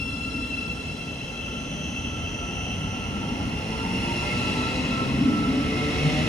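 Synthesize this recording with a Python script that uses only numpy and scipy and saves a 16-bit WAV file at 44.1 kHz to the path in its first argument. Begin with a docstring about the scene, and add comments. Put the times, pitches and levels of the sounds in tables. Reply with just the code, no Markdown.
"""Electric train pulling away

An electric train gathers speed along an open platform, within a few metres of a pair of microphones.
Traction inverters sing on multiples of their switching rate and sag in pitch as they pass; an auxiliary
converter fizzes by between them. Motors and gears whine upward over the rumble and hiss of the wheels.
Tones are lines of wandering strength and phase, the rest is coloured noise; nearness shapes most levels."""
import sys
import numpy as np
from scipy import signal
from scipy.fft import rfft, irfft, next_fast_len
from scipy.io import wavfile
from scipy.ndimage import uniform_filter1d

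SR = 44100
rng = np.random.default_rng(int(sys.argv[2]) if len(sys.argv) > 2 else 0)


def output_pcm(signal):
    """Save a mono or channel-first signal as 16-bit PCM at the path in sys.argv[1].

    Samples are clipped to [-1, 1] before scaling.
    """
    pcm = np.clip(np.atleast_2d(signal).T, -1, 1) * 32767
    wavfile.write(sys.argv[1], SR, np.round(pcm).astype(np.int16))


N = 276947
TIME = np.arange(N) / SR
SIZE = next_fast_len(N)
BINS = np.fft.rfftfreq(SIZE, 1 / SR)

# motor speed as the pitch of its hum: t/s, fundamental f/Hz
MOTOR_SPEED = [(0, 50), (1.8, 75.8), (3, 97.2), (4, 114.6), (5, 132), (5.6, 143), (6.28, 153.5)]
# traction inverters riding past: abreast t/s, distance/m, level/dB, extra level of buzz and sizzle/dB
INVERTER_UNITS = [(-.05, 2.6, 2, -3), (4.24, 2, 1.5, .5), (5.8, 3, -24, 21)]
# level of the inverters' clean tone: t/s, level/dB
TONE_LEVEL = [(0, -47), (.23, -53.5), (.42, -45), (.52, -54.5), (.62, -48), (1.2, -55.5), (1.5, -49.5),
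              (1.75, -54), (2.25, -49), (2.45, -48), (2.95, -48.5), (3.3, -47.5), (3.55, -53.5),
              (3.78, -43), (3.95, -52), (4.22, -47), (4.37, -42), (4.54, -44), (4.63, -38.5), (4.77, -51),
              (4.9, -45), (5, -34.5), (5.14, -57), (5.32, -38.5), (5.46, -37), (5.55, -50), (5.63, -38),
              (5.69, -51), (5.8, -41.5), (5.95, -46), (6.28, -48)]
# bogies riding past: abreast t/s, distance/m, level/dB
BOGIE_PASSES = [(.1, 4.3, -3), (3.45, 0.6, -28.5), (4.4, 3.86, -1), (6.15, 2.9, -1.5)]

SWITCH_HZ = 676  # switching rate of the traction inverters
METRES_PER_CYCLE = .054  # train travel per cycle of the hum
REFERENCE_HZ = 100  # hum pitch at which growth with speed is 0 dB
MOTOR_TURNS = np.cumsum(np.interp(TIME, *np.transpose(MOTOR_SPEED))) / SR  # cycles of the hum so far


def gain_of(db):
    """Decibels to amplitude."""
    return np.exp(np.asarray(db) * (np.log(10) / 20))


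def evened(x):
    """Scales to rms 1."""
    return x / np.sqrt(np.mean(abs(x) ** 2) + 1e-20)


def curves(rows):
    """Each column of a time table, sample by sample."""
    s, *columns = np.transpose(rows)
    return [np.interp(TIME, s, column) for column in columns]


def spectra(rows):
    """Each column of a frequency table, bin by bin along a log frequency axis."""
    hz, *columns = np.transpose(rows)
    return [np.interp(np.log(BINS + 1), np.log(hz), column) for column in columns]


def noise(spectrum):
    """Steady noise of the given colour, rms 1."""
    white = rfft(rng.standard_normal(SIZE))
    return evened(irfft(white * gain_of(spectra(spectrum)[0]), SIZE)[:N])


def line(turns, width_hz, steady=0.):
    """A tone whose strength and phase wander, which spreads it over a band; steady is its unwavering part."""
    count = next_fast_len(N // 16)  # the wander is slow, so a coarse grid will do
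    hz = np.fft.fftfreq(count, N / SR / count)
    bell = 2 ** -np.minimum(2 * (hz / width_hz) ** 2, 20)  # half power across the full width
    draws = rng.standard_normal(count) + 1j * rng.standard_normal(count)
    wander = evened(np.fft.ifft(bell * draws))
    wander = evened(wander + steady * np.exp(2j * np.pi * rng.random()))
    wander = np.interp(TIME, np.linspace(0, TIME[-1], count), np.sqrt(2) * wander).astype(np.complex64)
    angle = 2 * np.pi * (turns - np.floor(turns)).astype(np.float32)
    return wander.real * np.cos(angle) - wander.imag * np.sin(angle)


def wobble(rate_hz):
    """Slow random motion up to about the given rate, rms 1."""
    count = N // 100
    hz = np.fft.rfftfreq(count, N / SR / count)
    slow = irfft(rfft(rng.standard_normal(count)) * np.exp(-(hz / rate_hz) ** 2), count)
    return np.interp(TIME, np.linspace(0, TIME[-1], count), evened(slow))


def octaves():
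    """Motor speed in octaves above the reference."""
    return np.log2(curves(MOTOR_SPEED)[0] / REFERENCE_HZ)


def pass_by(abreast_s, distance):
    """Emission time (which gives the Doppler glide) and nearness of a point riding on the train."""
    travel = METRES_PER_CYCLE * MOTOR_TURNS
    # a quadratic through the travel also places points that are abreast before the start
    journey = np.polyfit(TIME[::SR // 10], travel[::SR // 10], 2)
    path = np.hypot(travel - np.polyval(journey, abreast_s), distance)
    delay = path / 343  # speed of sound in m/s
    return TIME - delay, distance / path


def passing(points, beam=1.):
    """Joint gain of points (abreast t/s, distance/m, level/dB) riding past; a higher beam is more directional."""
    return np.sqrt(sum((gain_of(db) * pass_by(s, distance)[1] ** beam) ** 2 for s, distance, db in points))


def units():
    """For each inverter, its share of their joint sound and the switching cycles heard from it so far."""
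    rides = [pass_by(s, distance) for s, distance, _, _ in INVERTER_UNITS]
    weights = [gain_of(row[2]) * near for row, (_, near) in zip(INVERTER_UNITS, rides)]
    total = np.sqrt(sum(weight ** 2 for weight in weights))
    return [(weight / total, SWITCH_HZ * emitted) for weight, (emitted, _) in zip(weights, rides)]


def body_lift(multiple):
    """Decibels that car body and gear case add, over time, to this multiple of the motor speed."""
    # resonances: centre f/Hz, width/Hz, lift/dB
    resonances = [(98, 15, 3.5), (134.8, 5.8, 8.5), (150.6, 2.1, 16), (179, 42.4, 9.5), (220.7, 7.9, 8),
                  (250.4, 19.6, 8.5), (265.5, 10, 5.5), (296.8, 9.6, 8), (352, 9, 8), (439.5, 26, 11),
                  (522, 15, 4), (602, 24, 5.5), (760, 51, 2), (836, 67, 4.5), (910, 230, 5.5),
                  (1050, 34, 2), (1220, 16, 5)]
    s = TIME[::SR // 200]
    hz = multiple * np.interp(s, *np.transpose(MOTOR_SPEED))
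    lift = sum(db / (1 + (2 * (hz - centre) / width) ** 2) for centre, width, db in resonances)
    return np.interp(TIME, s, lift)


def fans():
    """Cooling air rushes steadily under the cars, whatever the speed."""
    # colour of the air rush: f/Hz, relative level per Hz/dB
    air_colour = [(600, 8), (1000, -36), (1350, 27.5), (1700, -18), (3000, -5.5)]
    return gain_of(-57.5) * noise(air_colour)


def tone_echo():
    """The inverters' clean tone thrown back from along the platform, its pitches smeared together."""
    level_db = uniform_filter1d(curves(TONE_LEVEL)[0], size=SR // 2)  # half a second of smoothing
    return gain_of(level_db - 6.5) * line(2 * SWITCH_HZ * TIME, width_hz=56)


def rolling():
    """Wheel and rail roughness shakes track and car body, rings the rails and hisses.

    The deep bass and the boom follow their own levels; the others grow with speed and as bogies pass."""
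    # levels of deep bass and body boom, each before its trim: t/s, level/dB
    deep_level = [(0, -34.5), (0.8, -40), (1.8, -41.5), (2.1, -34.5), (3.3, -33.5), (4.3, -38),
                  (6.28, -30.5)]
    boom_level = [(0, -34), (0.3, -32.5), (1.3, -38), (1.9, -32.5), (2.6, -35.5), (3.15, -32.5),
                  (3.45, -27.5), (3.7, -38.5), (3.95, -27.5), (4.3, -36.5), (4.65, -30.5), (5, -27.5),
                  (5.3, -18), (5.9, -29.5), (6.28, -24.5)]
    # noise colours: f/Hz, relative level per Hz/dB
    deep_colour = [(15, -42), (30, -21), (50, -2.0), (70, 4.5), (120, 0.5), (300, -70.0)]
    rumble_colour = [(15, -42), (30, -7), (48, -0.5), (70, 2), (110, -3), (165, 6), (220, -11), (500, -85)]
    boom_colour = [(100, -55), (170, -9.5), (205, 1), (240, 2.5), (262, 4), (285, 1), (310, -2.5),
                   (360, -26), (700, -73)]
    roar_colour = [(150, -25), (330, 2), (430, 3.5), (560, -0.5), (850, -3.5), (1200, -10.5), (1600, -13),
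                   (2500, -17), (6000, -60)]
    ring_colour = [(1000, -48), (1600, -6.5), (1820, 2), (1980, 9), (2140, 10.5), (2350, -2), (2560, 12.5),
                   (2850, 9.5), (3150, 0), (3600, -6.5), (4500, -88)]
    hiss_colour = [(2000, -41), (3300, 16), (3650, 8), (4200, 9), (4800, 4.5), (5500, 10.5), (6400, 2.5),
                   (7600, -1), (8500, -16.5), (9400, -2), (10800, -3.5), (12000, -36), (13500, -14),
                   (15000, -18)]
    speed, bogies = octaves(), passing(BOGIE_PASSES, beam=1.29)

    def level(far_db, near_db, db_per_octave):
        """The whole train plus the bogie alongside, both growing with speed."""
        return gain_of(db_per_octave * speed) * np.hypot(gain_of(far_db), gain_of(near_db) * bogies)

    deep = gain_of(curves(deep_level)[0] - 2.5) * noise(deep_colour)
    boom = gain_of(curves(boom_level)[0] - 3.5) * noise(boom_colour)
    rumble = level(far_db=-39.5, near_db=-39, db_per_octave=5.5) * noise(rumble_colour)
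    roar = level(far_db=-42.0, near_db=-41.5, db_per_octave=5.5) * noise(roar_colour)
    ring = level(far_db=-48.0, near_db=-40.0, db_per_octave=11.0) * noise(ring_colour)
    hiss = level(far_db=-57.0, near_db=-44.0, db_per_octave=7.5) * noise(hiss_colour)
    return deep + boom + rumble + roar + ring + hiss


def squeals():
    """A wheel rubs the rail and sings in short swells near one resonance."""
    # swells: peak t/s, f/Hz, half length/s, level/dB
    swells = [(4.302, 2125, 0.04, -35.5), (5.815, 2126, 0.15, -40), (6.02, 2185, 0.11, -41)]
    out = 0
    for s, hz, half, db in swells:
        swell = np.exp(-((TIME - s) / half) ** 2)
        out = out + gain_of(db) * swell * line(hz * TIME, width_hz=93, steady=0.28)
    return out


def drive():
    """Hum and gear whine swell as each multiple climbs through a resonance, and as bogies and gearbox pass."""
    # motor hum and gear whine: multiple of the hum fundamental, level/dB
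    hum_orders = [(1, -43.5), (2, -46.5), (3, -48), (3.5, -57), (4, -51.5), (5, -54)]
    gear_orders = [(6, -10), (7, -8.5), (8, -5), (9, -11), (10, -15), (11, -15)]
    # a second, lower drone that also climbs with speed: multiple of its own fundamental, level/dB
    drone_orders = [(1, -48), (2, -48.5), (3, -50)]
    # gearbox riding past: abreast t/s, distance/m, level/dB
    gearbox = (4.42, 4.3, -46)
    drone_ratio = .8  # drone fundamental over hum fundamental
    hum_db_per_octave, gear_db_per_octave = 7, -0.5  # change with speed
    speed = octaves()

    orders = list(hum_orders) + [(k * drone_ratio, db) for k, db in drone_orders]
    hum = sum(gain_of(db + body_lift(k)) * line(k * MOTOR_TURNS, width_hz=15, steady=1.5) for k, db in orders)

    meshing = MOTOR_TURNS + 0.014 * wobble(rate_hz=7.0)  # backlash: gears run a little ahead and behind
    gears = 0
    for k, db in gear_orders:
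        flutter_db = 2 * wobble(rate_hz=6)
        gears = gears + gain_of(db + body_lift(k) + flutter_db) * line(k * meshing, width_hz=30, steady=.3)

    # the motors ride on the bogies
    motors = gain_of(hum_db_per_octave * speed) * passing(BOGIE_PASSES, beam=0.67) * hum
    return motors + gain_of(gear_db_per_octave * speed) * passing([gearbox], beam=0.61) * gears


def converter():
    """Combs of sidebands round a 3 kHz carrier and its multiples, beamed from two vents under the floor."""
    # path that sets the Doppler glide: abreast t/s, distance/m
    ride = (2.2, 3.2)
    # vents riding past: abreast t/s, distance/m, level/dB
    vents = [(1.88, 1.23, -46), (2.62, 2.22, -45.5)]
    # lower and upper comb: f/Hz, level relative to the vents/dB
    low_comb = [(2890, -11.5), (2990, -3.5), (3090, -6), (3190, -3.5), (3290, -10), (3390, -14)]
    high_comb = [(5690, -19), (5790, -9.5), (5890, -18), (5990, -9.5), (6090, -8.5), (6190, -10.5),
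                 (6290, -18), (6480, -16), (8900, -21.5), (9050, -23)]
    emitted, _ = pass_by(*ride)
    out = 0
    for comb, beam in ((low_comb, 0.93), (high_comb, 1.28)):  # the upper comb is more directional
        lines = sum(gain_of(db) * line(hz * emitted, width_hz=hz / 60, steady=2000 / hz) for hz, db in comb)
        out = out + passing(vents, beam) * lines
    return out


def inverter_tone():
    """Twice the switching rate rings clean from every unit.

    It is high from one that nears and low from one that has passed, so they beat."""
    # how the units share the tone: t/s, level of the first/dB, of the second/dB, of the third/dB
    shares = [(0, 0, -4, -30), (1.5, -2, 0, -30), (2.2, 0, -8, -30), (3.1, 0, -3, -30), (3.6, -9, 0, -25),
              (4.5, -24, 0, -14), (5, -24, 0, -8), (5.4, -24, 0, -18)]
    weights = [gain_of(db) for db in curves(shares)]
    total = np.sqrt(sum(weight ** 2 for weight in weights))
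    tones = 0
    for weight, (_, turns) in zip(weights, units()):
        tones = tones + weight * line(2 * turns, width_hz=18, steady=1.9)
    return gain_of(curves(TONE_LEVEL)[0]) * tones / total


def inverters():
    """Each unit whines on four times the switching rate; smeared other multiples swell as a unit rides past."""
    # level of the whine with its sidebands: t/s, level/dB
    whine_level = [(0, -36.5), (.2, -36.5), (.71, -36.5), (.77, -44.5), (.87, -37.5), (.97, -43),
                   (1.1, -39), (1.8, -42), (2.6, -40.5), (3.3, -44.5), (3.85, -41.5), (3.96, -36.5),
                   (4.3, -37), (4.85, -39.5), (5.1, -43), (5.5, -61), (6, -59), (6.28, -51)]
    # the buzz's smeared bands: multiple of the switching rate, width/Hz, level/dB, growth/dB per octave
    buzz_bands = [(3, 150, -39, -7), (5, 81, -4, -2.5), (6, 92, 2.5, 3), (7, 66, -5.5, 3.5),
                  (10, 100, -8, 2), (12, 200, -11.5, -0.5)]
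    # the sizzle's smeared bands: multiple of the switching rate, width/Hz, level/dB
    sizzle_bands = [(8, 96, 0.5), (9, 96, -18), (14, 300, -9), (16, 240, -14.5), (20, 260, -23)]
    sideband_db, sideband_db_per_octave = -8, 7  # sidebands of the whine grow with motor speed
    swing_turns, swing_db_per_octave = 0.059, 21  # phase swing in cycles at the reference speed
    buzz_db, sizzle_db = -50.5, -51.5  # shared by all bands of each kind
    buzz_lag_s, sizzle_lead_s = .35, .08
    speed, whine, drift = octaves(), 0, 0

    beside = gain_of(sideband_db + sideband_db_per_octave * speed)
    for share, turns in units():
        # the motor current puts a sideband on each side of the whine; they spread apart as speed rises
        sidebands = sum(line(4 * turns + side * MOTOR_TURNS, width_hz=38) for side in (-1, 1))
        whine = whine + share * (line(4 * turns, width_hz=36, steady=.95) + beside * sidebands)
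        drift = drift + share ** 2 * np.gradient(turns)
    whine = whine / np.sqrt(1 + 2 * beside ** 2)

    turns = np.cumsum(drift)  # the strongest unit dominates the pitch of the smeared bands
    # the motor current swings their phase, more with speed
    swing = swing_turns * gain_of(swing_db_per_octave * speed) * np.sin(2 * np.pi * MOTOR_TURNS)
    buzz = 0
    for k, width, db, growth in buzz_bands:
        buzz = buzz + gain_of(db + growth * speed) * line(k * turns + swing, width_hz=width)
    sizzle = sum(gain_of(db) * line(k * turns + swing, width_hz=width) for k, width, db in sizzle_bands)

    smeared = [(s, distance, db + extra_db) for s, distance, db, extra_db in INVERTER_UNITS]
    behind = [(s + buzz_lag_s, distance, db) for s, distance, db in smeared]  # the buzz is beamed backwards
    ahead = [(s - sizzle_lead_s, distance, db) for s, distance, db in smeared]  # the sizzle forwards
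    return (gain_of(curves(whine_level)[0]) * whine
            + gain_of(buzz_db) * passing(behind, beam=1.17) * buzz
            + gain_of(sizzle_db) * passing(ahead, beam=1.11) * sizzle)


def underfloor():
    """Converter, fans, motors and wheels together, with the echo of the inverter tone."""
    return fans() + tone_echo() + rolling() + squeals() + drive() + converter()


def microphones(source, unscattered=0):
    """Sound reaches the left microphone first; what platform and car side scatter differs between the two."""
    # the pair: f/Hz, coherence, phase by which left leads/rad, left minus right level/dB
    pair = [(60, 1, 0.41, 0), (306, 0.92, 0.046, 1), (584, 0.91, 0.84, -2.5), (1140, 0.83, 1.76, 0),
            (1398, 0.81, 1.7, -5.5), (1540, 0.089, 4.55, -2.5), (2420, 0.56, 7.2, -1),
            (2970, 0.93, 8.06, 0.5), (3010, 1, 7.64, 5), (5350, 0.14, 6.5, -1.5), (6070, 0.62, 7.1, -2),
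            (9350, 0.58, 1.24, -2.5), (13600, 0.71, 1.4, 0)]
    # two independent draws of the source: one common to both sides, one of opposite sign in each
    direct, scattered = rfft(source() + unscattered, SIZE), rfft(source(), SIZE)
    same, lead, balance_db = spectra(pair)
    same = np.clip(same, 0, .995)
    common = np.sqrt((1 + same) / 2) * direct
    apart = np.sqrt((1 - same) / 2) * scattered
    left = (common + apart) * gain_of(balance_db / 2)
    right = (common - apart) * gain_of(-balance_db / 2) * np.exp(-1j * lead)
    # make up for what cancels when left and right are averaged
    centre = np.sqrt(np.maximum((1 + same * np.cos(lead)) / 2, .25))
    return irfft(np.array([left, right]) / centre, SIZE)[:, :N]


def scene():
    """The inverters' song, leaning from side to side, over the running gear."""
    # stereo lean of whine, buzz and sizzle: t/s, left minus right level/dB
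    lean = [(0, 7), (.8, 5), (1.8, 2.5), (3.8, -2.5), (5, 7)]
    lean_db = curves(lean)[0]
    song = microphones(inverters) * gain_of([lean_db / 2, -lean_db / 2])
    return song + microphones(underfloor, unscattered=inverter_tone())


def record(dry):
    """The recorder's band limit: a steep low-pass."""
    low_pass = signal.firwin(511, 15150, window=("kaiser", 9), fs=SR)  # edge in Hz
    return signal.oaconvolve(dry, low_pass[None], "same")


dry = scene()
out = record(dry)
output_pcm(out)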